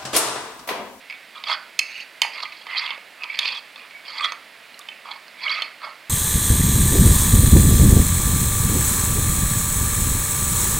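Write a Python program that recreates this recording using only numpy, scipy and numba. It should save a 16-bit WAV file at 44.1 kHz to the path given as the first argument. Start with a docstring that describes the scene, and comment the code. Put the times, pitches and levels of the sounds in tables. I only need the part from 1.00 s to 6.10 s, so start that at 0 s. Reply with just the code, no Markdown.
"""A metal spoon stirs a milky liquid in a hand-held glass bowl, in a small kitchen.
First come short strokes: the spoon grinds over undissolved grains, swelling, easing, turning hollower.
It hits the wall hard at 0.8 s, slides on dry glass and hits again at 1.2 s; hand and liquid damp it.
Strokes, taps and bubble chirps go on to 4.9 s; a squeak at 2.9 s, a thin rasp at 3.1 s, a drip at 3.8 s.
Throughout, the close microphone hisses faintly; a limiter holds the peaks."""
import sys
import numpy as np
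from scipy import signal
from scipy.fft import rfft, irfft
from scipy.io import wavfile
from scipy.ndimage import uniform_filter1d, minimum_filter1d
from numba import njit

SR = 44100
rng = np.random.default_rng(int(sys.argv[2]) if len(sys.argv) > 2 else 0)


def inscribe(sig):
    """Save sig as 16-bit PCM at rate SR to the path in sys.argv[1].

    A 1-D sig is mono; a 2-D sig holds one channel per row.
    Samples are clipped to [-1, 1] before scaling.
    """
    pcm = np.round(np.clip(np.atleast_2d(sig).T, -1, 1) * 32767)
    wavfile.write(sys.argv[1], SR, pcm.astype(np.int16))


N = 224763
TIME = np.arange(N) / SR


def stirring(hollow_growth_db=1.5, lead_s=.02):
    """Spoon strokes: gains of the middle, hollow and bite bands, and the spoon's pitch."""
    # start/s, firmest/s, end/s, level/dB, swell/dB, hollow/dB rel., bite/dB rel., f start/Hz, f end/Hz
    strokes = [(0.112, 0.120, 0.158, -38, 9, -13, -31, 2294, 2480),
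               (0.355, 0.365, 0.405, -39.5, 5, -3, -2.5, 2300, 2390),
               (0.455, 0.514, 0.56, -19.5, 21.5, -4.5, -1, 2260, 1890),
               (1.340, 1.440, 1.404, -31.5, 1.5, -7, -3, 2120, 2130),
               (1.480, 1.520, 1.64, -46.5, 0, -8.5, -0.5, 2300, 2250),
               (1.670, 1.765, 1.943, -26.5, 10.5, -6, -7, 2026, 2190),
               (2.200, 2.242, 2.256, -42.5, 2, 6, -12, 2540, 2430),
               (2.290, 2.345, 2.4, -31, 4, -16, -8.5, 2338, 2260),
               (2.400, 2.460, 2.585, -25.5, 5.5, -14, -2.5, 2320, 2600),
               (2.780, 2.830, 2.86, -41, 0, -10, -10, 2450, 2430),
               (2.920, 2.955, 2.93, -41, 17, -18, -18, 2320, 2270),
               (3.050, 3.245, 3.300, -30.5, 10.5, -5.5, -3, 2230, 2020),
               (3.905, 3.915, 3.975, -44, 10, -16, -22, 2640, 2430),
               (4.058, 4.115, 4.172, -42.5, 3, 3.5, -5, 2180, 2220),
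               (4.380, 4.495, 4.682, -22, 23, -10.5, -5.5, 2240, 2150),
               (4.810, 4.842, 4.910, -38, 12.5, 5, -3.5, 2170, 2197),
               (4.950, 4.995, 4.85, -39.5, 1, -10, -19, 2470, 2370)]
    middle, hollow, bite = np.zeros((3, N))
    spoon_hz = np.full(N, float(strokes[0][-2]))
    for start_s, firmest_s, end_s, level_db, swell_db, hollow_db, bite_db, start_hz, end_hz in strokes:
        press = pressure(start_s, firmest_s, end_s, level_db, swell_db)
        progress = np.clip((TIME - start_s) / (end_s - start_s), 0, 1)
        hollow += press * from_db(hollow_db + hollow_growth_db * (progress - .5))
        bite += press * from_db(bite_db)
        middle += press * np.sqrt(np.clip(1 - from_db(bite_db) ** 2, .15, 1))   # what the bite leaves
        spoon_hz = np.where(TIME > start_s - lead_s, start_hz + (end_hz - start_hz) * progress, spoon_hz)
    return middle, hollow, bite, spoon_hz


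def pressure(start_s, firmest_s, end_s, level_db, swell_db, land_s=.02, lift_s=.015, arch=1.64, ease=.67):
    """Gain of one rub: the spoon lands, presses harder in an arch, eases and lifts."""
    before = np.clip((firmest_s - TIME) / max(firmest_s - start_s, .005), 0, 1)
    after = np.clip((TIME - firmest_s) / max(end_s - firmest_s, .005), 0, 1)
    touching = np.clip(1 + np.minimum((TIME - start_s) / land_s, (end_s - TIME) / lift_s), 0, 1)
    return touching * from_db(level_db - swell_db * (before ** arch + ease * after ** arch))


def scraping(middle, hollow, bite, spoon_hz):
    """Stick-slip over grains excites spoon and glass; the liquid squelches round the spoon."""
    # spoon pressed on wet glass, three mode groups: f/Hz, width/Hz, level/dB
    hollow_modes = [(657, 117, -8.5), (957, 122, 2.5), (1246, 114, 5.5)]
    middle_modes = [(2070, 590, -4.5), (2710, 200, 2.5)]
    bite_modes = [(3302, 102, 2.5), (4300, 1530, -5), (4570, 614, 2), (4590, 660, -17.5)]
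    # the spoon catches and grinds briefly: t/s, level/dB, half length/s, favoured f/Hz
    catches = [(0.518, -30, 0.0017, 3830), (1.434, -18.5, 0.0066, 4680), (1.457, -26, 0.0043, 2180),
               (1.775, -18.5, 0.0077, 3650), (1.824, -24, 0.0068, 2780), (1.865, -17, 0.0027, 3380),
               (2.241, -21, 0.0023, 2405), (2.526, -23, 0.0041, 3300), (3.185, -26, 0.003, 3860),
               (3.199, -29, 0.0025, 2200), (3.247, -13, 0.0082, 3370), (4.117, -27, 0.0059, 3700)]
    friction = grains(per_s=4500, spread_db=2) * from_db(2.5 * drift(67))
    low = body(friction, hollow_modes, wander=.016, flicker_db=3.5)
    low = rms_one(cut(low, [480, 2000], "band"))
    spoon = rms_one(resonate(friction, spoon_hz, width_hz=130.0))
    glass = body(friction, middle_modes, wander=.084, flicker_db=2.5)
    mid = rms_one(cut(spoon + from_db(-4) * glass, [1600, 3200], "band"))
    high = body(friction, bite_modes, wander=.021, flicker_db=3)
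    high = rms_one(cut(cut(high, 2200, "high"), 4870, "low", order=8))
    fizz = rms_one(cut(cut(friction, 4900, "high", order=4), 5100, "low"))
    catch = sum(from_db(db - 3) * np.exp(-.5 * ((TIME - s) / half_s) ** 2) for s, db, half_s, _ in catches)
    catch_s, _, _, catch_hz = np.transpose(catches)
    grinding = rms_one(resonate(mid + high, np.interp(TIME, catch_s, catch_hz), width_hz=540.0))
    return (low * np.hypot(hollow * from_db(-2), catch * from_db(-11))
            + mid * middle * from_db(-2)
            + high * bite * from_db(-1)
            + grinding * catch
            + fizz * np.hypot(bite, catch) * from_db(-25)
            + squelch() * np.hypot(middle, bite) * from_db(-1))


def taps(tick_rows, hard_above_db=-12.5, rebound_s=.0017, rebound_hz=4330, focus_db=12, focus_oct=.13):
    """Blows ring the bowl, most near the pitch their place favours; each tap adds a crack and a thud."""
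    # spoon on the wall: t/s, level/dB, favoured f/Hz, low modes/dB, treble modes/dB
    wall_taps = [(0.0990, -19, 2280, -14, -17), (0.108, -20, 2220, 1, -22), (0.1260, -22.5, 2500, 3, -16),
                 (0.4386, -15, 3800, 4, -20), (0.7907, 0.5, 2670, -9, 9.5), (1.2180, 5.5, 2940, 5, -1.5),
                 (1.2325, -11, 2120, 5.5, -20), (1.2490, -13, 905, 13, -18), (1.5220, -21, 2294, -12, -10),
                 (1.6681, -19.5, 3300, 18, -16), (1.9054, -13.5, 3480, 11.5, -30),
                 (1.9780, -22.5, 2290, 22, -14), (2.2350, -13, 2430, -2, -24), (2.3900, -2.5, 3576, -2, 0),
                 (2.4550, -11.5, 4150, 6, -21), (2.487, -11.5, 3420, 0, -28), (2.7592, -23, 3750, 5, -16),
                 (2.9080, -28, 2280, 7.5, -11), (3.3207, -13, 3930, 11, 1), (3.8874, -18.5, 2950, 8, -6),
                 (4.0560, -22, 1180, 24, -17), (4.281, -29.5, 4700, 12, -12), (4.6207, -9, 3420, 10, -2.5)]
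    # modes of bowl and spoon together: f/Hz, level/dB, t60/s
    bowl_modes = [(543, -11.5, 0.018), (706, -25, 0.16), (917, -6, 0.032), (1181, -6, 0.022),
                  (2017, 4, 0.019), (2246, 0.5, 0.07), (2527, 7, 0.02), (2641, 3, 0.037), (3060, -6, 0.082),
                  (3076, 4, 0.019), (3398, -1, 0.038), (3640, -2.5, 0.035), (4300, -0.5, 0.033),
                  (4640, -10, 0.036), (4860, 6.5, 0.014), (5370, -6.5, 0.031), (6390, 3, 0.015),
                  (6380, -14.5, 0.048), (8300, -21, 0.063), (9200, -42, 0.016), (12060, -30, 0.027)]
    rings, cracks, thuds = np.zeros((3, N))
    t = TIME[:SR // 10]
    hz, mode_db, t60_s = np.transpose(bowl_modes)
    onset = 1 - np.exp(-t / .00011)
    modes = np.sin(2 * np.pi * np.outer(hz, t)) * from_db(-60 * np.outer(1 / t60_s, t)) * onset
    for s, db, place_hz, low_db, treble_db in wall_taps + tick_rows:
        hard_db = max(db - hard_above_db, 0)   # hard taps meet bare glass
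        damping_db_per_s = 65 * hard_db
        dry_db = .46 * treble_db   # dry contact is livelier
        tilt_db = low_db * (hz < 1500) + treble_db * (hz > 5100)
        blows = [(s, db, place_hz)]
        if hard_db:
            blows.append((s + rebound_s, db - 3.5 + dry_db, rebound_hz))
        for blow_s, blow_db, favoured_hz in blows:
            near = np.exp(-.5 * (np.log2(hz / favoured_hz) / focus_oct) ** 2)
            scatter_db = 3.5 * rng.standard_normal(len(hz))
            gains = from_db(mode_db + focus_db * near + tilt_db + scatter_db)
            gains = gains / np.linalg.norm(gains) * rng.choice([-1, 1], len(hz))
            add(rings, blow_s, gains @ modes * from_db(blow_db - damping_db_per_s * t))
        chatter = np.tanh(2 * rng.standard_normal(len(t))) * np.exp(-t / .0023)
        add(cracks, s, from_db(db + .65 * hard_db + dry_db) * chatter)
        add(thuds, s, from_db(1.62 * db) * chatter)   # the thud grows steeply with the blow, so hard blows shake the whole bowl
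    return (from_db(-3) * cut(rings, 520, "high")
            + from_db(-24) * cut(cracks, [1500, 12000], "band")
            + from_db(-30) * cut(thuds, [50, 450], "band", order=1))


def ticks(contact, tries=190, low_hz=2200, high_hz=4400, top_db=9, spread_db=8, treble_db=-16):
    """Grains pass under the spoon: rows of light random taps, scaled by its contact."""
    rows = []
    for when, weakness, place in rng.random((tries, 3)):
        press = contact[int(when * N)]
        if press > 0:
            db = 20 * np.log10(press) + top_db - spread_db * weakness
            rows.append((when * TIME[-1], db, low_hz * (high_hz / low_hz) ** place, 0, treble_db))
    return rows


def slide():
    """On dry glass above the liquid the rubbing spoon rings freely."""
    # rubs: start/s, firmest/s, end/s, level/dB, swell/dB
    slides = [(0.815, 1.01, 1.036, -32.5, 12)]
    # dry glass modes: f/Hz, width/Hz, level/dB
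    dry_modes = [(2310, 600, 1), (2800, 170, 8), (3800, 160, -11), (4500, 120, 3.5), (5350, 210, -15),
                 (6400, 170, -7)]
    ring = body(grains(per_s=2800, spread_db=2), dry_modes, wander=.0051, flicker_db=4)
    return sum(pressure(*row) for row in slides) * ring


def rasp(start_hz=6340, climb_hz_per_s=13600):
    """The spoon's edge, drawn up the wall, makes a narrow climbing hiss."""
    # rub: start/s, firmest/s, end/s, level/dB, swell/dB
    rasps = [(3.105, 3.245, 3.275, -53, 9)]
    start_s, _, end_s, _, _ = rasps[0]
    hz = start_hz + climb_hz_per_s * (np.clip(TIME, start_s, end_s) - start_s)
    rubbing = grains(per_s=2500, spread_db=7) * from_db(4.2 * drift(77))
    ring = resonate(rubbing, hz, width_hz=650.0)
    return pressure(*rasps[0]) * rms_one(cut(ring, [5500, 10000], "band"))


def chirps_and_drop(tick_s=.0018):
    """Short gliding tones: bubble chirps, drips and a brief squeak of the spoon; a falling drop ticks."""
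    # gliding tones: t/s, level/dB, f/Hz, rise/(oct/s), time to peak/s
    tones = [(0.354, -34.5, 3310, 5, 0.0044), (0.377, -35.5, 3580, 14, 0.0023),
             (2.221, -22.5, 2600, -3, .0015), (2.299, -19.5, 2267, 3.5, 0.003),
             (2.944, -35.5, 2300, -1.5, .01), (3.742, -37.5, 4180, -3, 0.0018),
             (3.742, -36, 2800, 5, 0.0018), (3.794, -37, 1156, 5, 0.0031), (3.812, -35, 3363, 36, 0.0019),
             (4.465, -16.5, 2063, 18.5, 0.0023), (4.480, -15.5, 2760, 43, 0.0013),
             (4.495, -15, 3917, 37, 0.0008), (4.513, -18, 4370, 13, 0.0029)]
    # drop on the surface: t/s, level/dB
    drops = [(3.792, -25.5)]
    out, t = np.zeros(N), TIME[:SR // 10]
    for s, db, hz, rise_oct_per_s, peak_s in tones:
        add(out, s, from_db(db) * gliding_tone(hz, rise_oct_per_s, peak_s))
    for s, db in drops:
        splash = rng.standard_normal(len(t)) * np.exp(-t / tick_s)
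        add(out, s, from_db(db) * cut(splash, [5000, 12000], "band"))
    return out


def squelch(count=260, low_hz=2100, high_hz=4100, spread_db=10):
    """Tiny bubbles form at random behind the spoon, peaking after about eight cycles."""
    out = np.zeros(N)
    for when, pitch, weakness, rise in rng.random((count, 4)):
        hz = low_hz * (high_hz / low_hz) ** pitch
        add(out, when * TIME[-1], from_db(-spread_db * weakness) * gliding_tone(hz, 14 * rise, 8 / hz))
    return cut(out, 3600, "low", order=8)


def gliding_tone(hz, rise_oct_per_s, peak_s):
    """A short sine swells, glides in pitch and dies."""
    t = TIME[:SR // 25]
    glide_hz = hz * 2 ** np.minimum(rise_oct_per_s * t, .5)
    envelope = t / peak_s * np.exp((1 - (t / peak_s) ** 1.09) / 1.2)
    return envelope * np.sin(2 * np.pi * np.cumsum(glide_hz) / SR)


def kitchen(x, wet_db=-11.44, build_s=.0059):
    """Dense echoes off hard walls, each band dying at its own rate."""
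    # echo colour: f/Hz, level/dB, t60/s
    room = [(100, -10, 0.51), (496, 3.5, 0.9), (970, 0.5, 0.25), (1380, 10.5, 0.4), (2156, 8, 0.35),
            (3270, -15.5, 0.26), (4370, -0.5, 0.4), (7060, -5, 0.22), (11000, 3.5, 0.29),
            (14300, -12, 0.38)]
    t, edges_hz = TIME[:SR * 3 // 4], np.geomspace(80, 16000, 16)
    echo = np.zeros(len(t))
    for low_hz, high_hz in zip(edges_hz, edges_hz[1:]):
        hz = np.sqrt(low_hz * high_hz)
        band = cut(rng.standard_normal(len(t)), [low_hz, high_hz], "band")
        echo += band * from_db(at_hz(room, hz) - 60 * t / at_hz(room, hz, column=2))
    echo *= np.clip(t / build_s - .5, 0, 1)
    return from_db(wet_db) * signal.fftconvolve(x, echo / np.linalg.norm(echo))[:N]


def hiss(level_db=-44.5):
    """Steady noise of room and microphone."""
    # noise density: f/Hz, level/dB
    density = [(30, -30), (62, -29.5), (120, -18.5), (220, -9), (400, -9.5), (670, -3), (790, -6.5),
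               (1300, -5), (2100, 1.5), (3200, -5.5), (4700, -10), (6000, -19.5), (9000, -19),
               (15800, -25.5)]
    hz = np.arange(N // 2 + 1) * SR / N
    spectrum = rfft(rng.standard_normal(N)) * from_db(at_hz(density, hz))
    return from_db(level_db) * rms_one(irfft(spectrum, N))


def grains(per_s, spread_db):
    """Random clicks of uneven size; rms 1."""
    sizes = from_db(spread_db * np.minimum(rng.exponential(1, N), 4)) * rng.choice([-1, 1], N)
    return rms_one(sizes * (rng.random(N) < per_s / SR))


def body(x, modes, wander, flicker_db):
    """Parallel resonances, shifting in pitch and strength as contact and liquid move; rms 1."""
    out = np.zeros(N)
    for k, (hz, width_hz, db) in enumerate(modes):
        gain = (-1) ** k * from_db(db + flicker_db * drift(21))
        out += gain * resonate(x, hz * (1 + wander * drift(15)), float(width_hz))
    return rms_one(out)


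@njit
def resonate(x, hz, width_hz):
    """Two-pole resonance, moving centre, peak gain 1."""
    r, y = np.exp(-np.pi * width_hz / SR), np.zeros(len(x))
    for i in range(2, len(x)):
        drive = (1 - r * r) / 2 * (x[i] - x[i - 2])
        y[i] = drive + 2 * r * np.cos(2 * np.pi * hz[i] / SR) * y[i - 1] - r * r * y[i - 2]
    return y


def drift(rate_hz):
    """Low-passed noise; rms 1."""
    return rms_one(cut(rng.standard_normal(N + SR), rate_hz, "low")[SR:])


def cut(x, hz, kind, order=2):
    """Butterworth filter."""
    sos = signal.butter(order, np.clip(hz, 10, .45 * SR), kind, fs=SR, output="sos")
    return signal.sosfilt(sos, x + 1e-18)


def at_hz(points, hz, column=1):
    """Interpolate a column over log frequency."""
    table = np.array(points)
    return np.interp(np.log(hz + 1), np.log(table[:, 0]), table[:, column])


def add(out, s, sound):
    """Mix a sound in at time s."""
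    start = max(0, round(s * SR))
    out[start:start + len(sound)] += sound[:N - start]


def from_db(db):
    """Decibels to gain."""
    return 10 ** (np.asarray(db) / 20)


def rms_one(x):
    """Scale to rms 1."""
    return x / np.sqrt(np.mean(x ** 2) + 1e-20)


def scene(left_db=-4, right_db=1, own_hiss_db=-27):
    """Same sound in both channels, right louder, each with a trace of its own hiss."""
    middle, hollow, bite, spoon_hz = stirring()
    bowl = scraping(middle, hollow, bite, spoon_hz) + slide() + rasp() + chirps_and_drop()
    bowl += taps(ticks(contact=np.hypot(middle, bite)))
    own_hiss = from_db(own_hiss_db) * np.array([hiss(), hiss()])
    return (bowl + kitchen(bowl) + hiss()) * from_db([[left_db], [right_db]]) + own_hiss


def record(dry, ceiling=.9, release_db_per_s=2500, cutoff_hz=16000):
    """Fast limiter on the hardest taps, then a steep low-pass."""
    over_db = np.maximum(20 * np.log10(np.abs(dry).max(axis=0) / ceiling + 1e-9), 0)
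    held_db = np.maximum.accumulate(over_db + release_db_per_s * TIME) - release_db_per_s * TIME
    gain = uniform_filter1d(minimum_filter1d(from_db(-held_db), size=15), size=15)
    return signal.sosfilt(signal.ellip(12, .1, 90, cutoff_hz, fs=SR, output="sos"), dry * gain)


dry = scene()
out = record(dry)
inscribe(out)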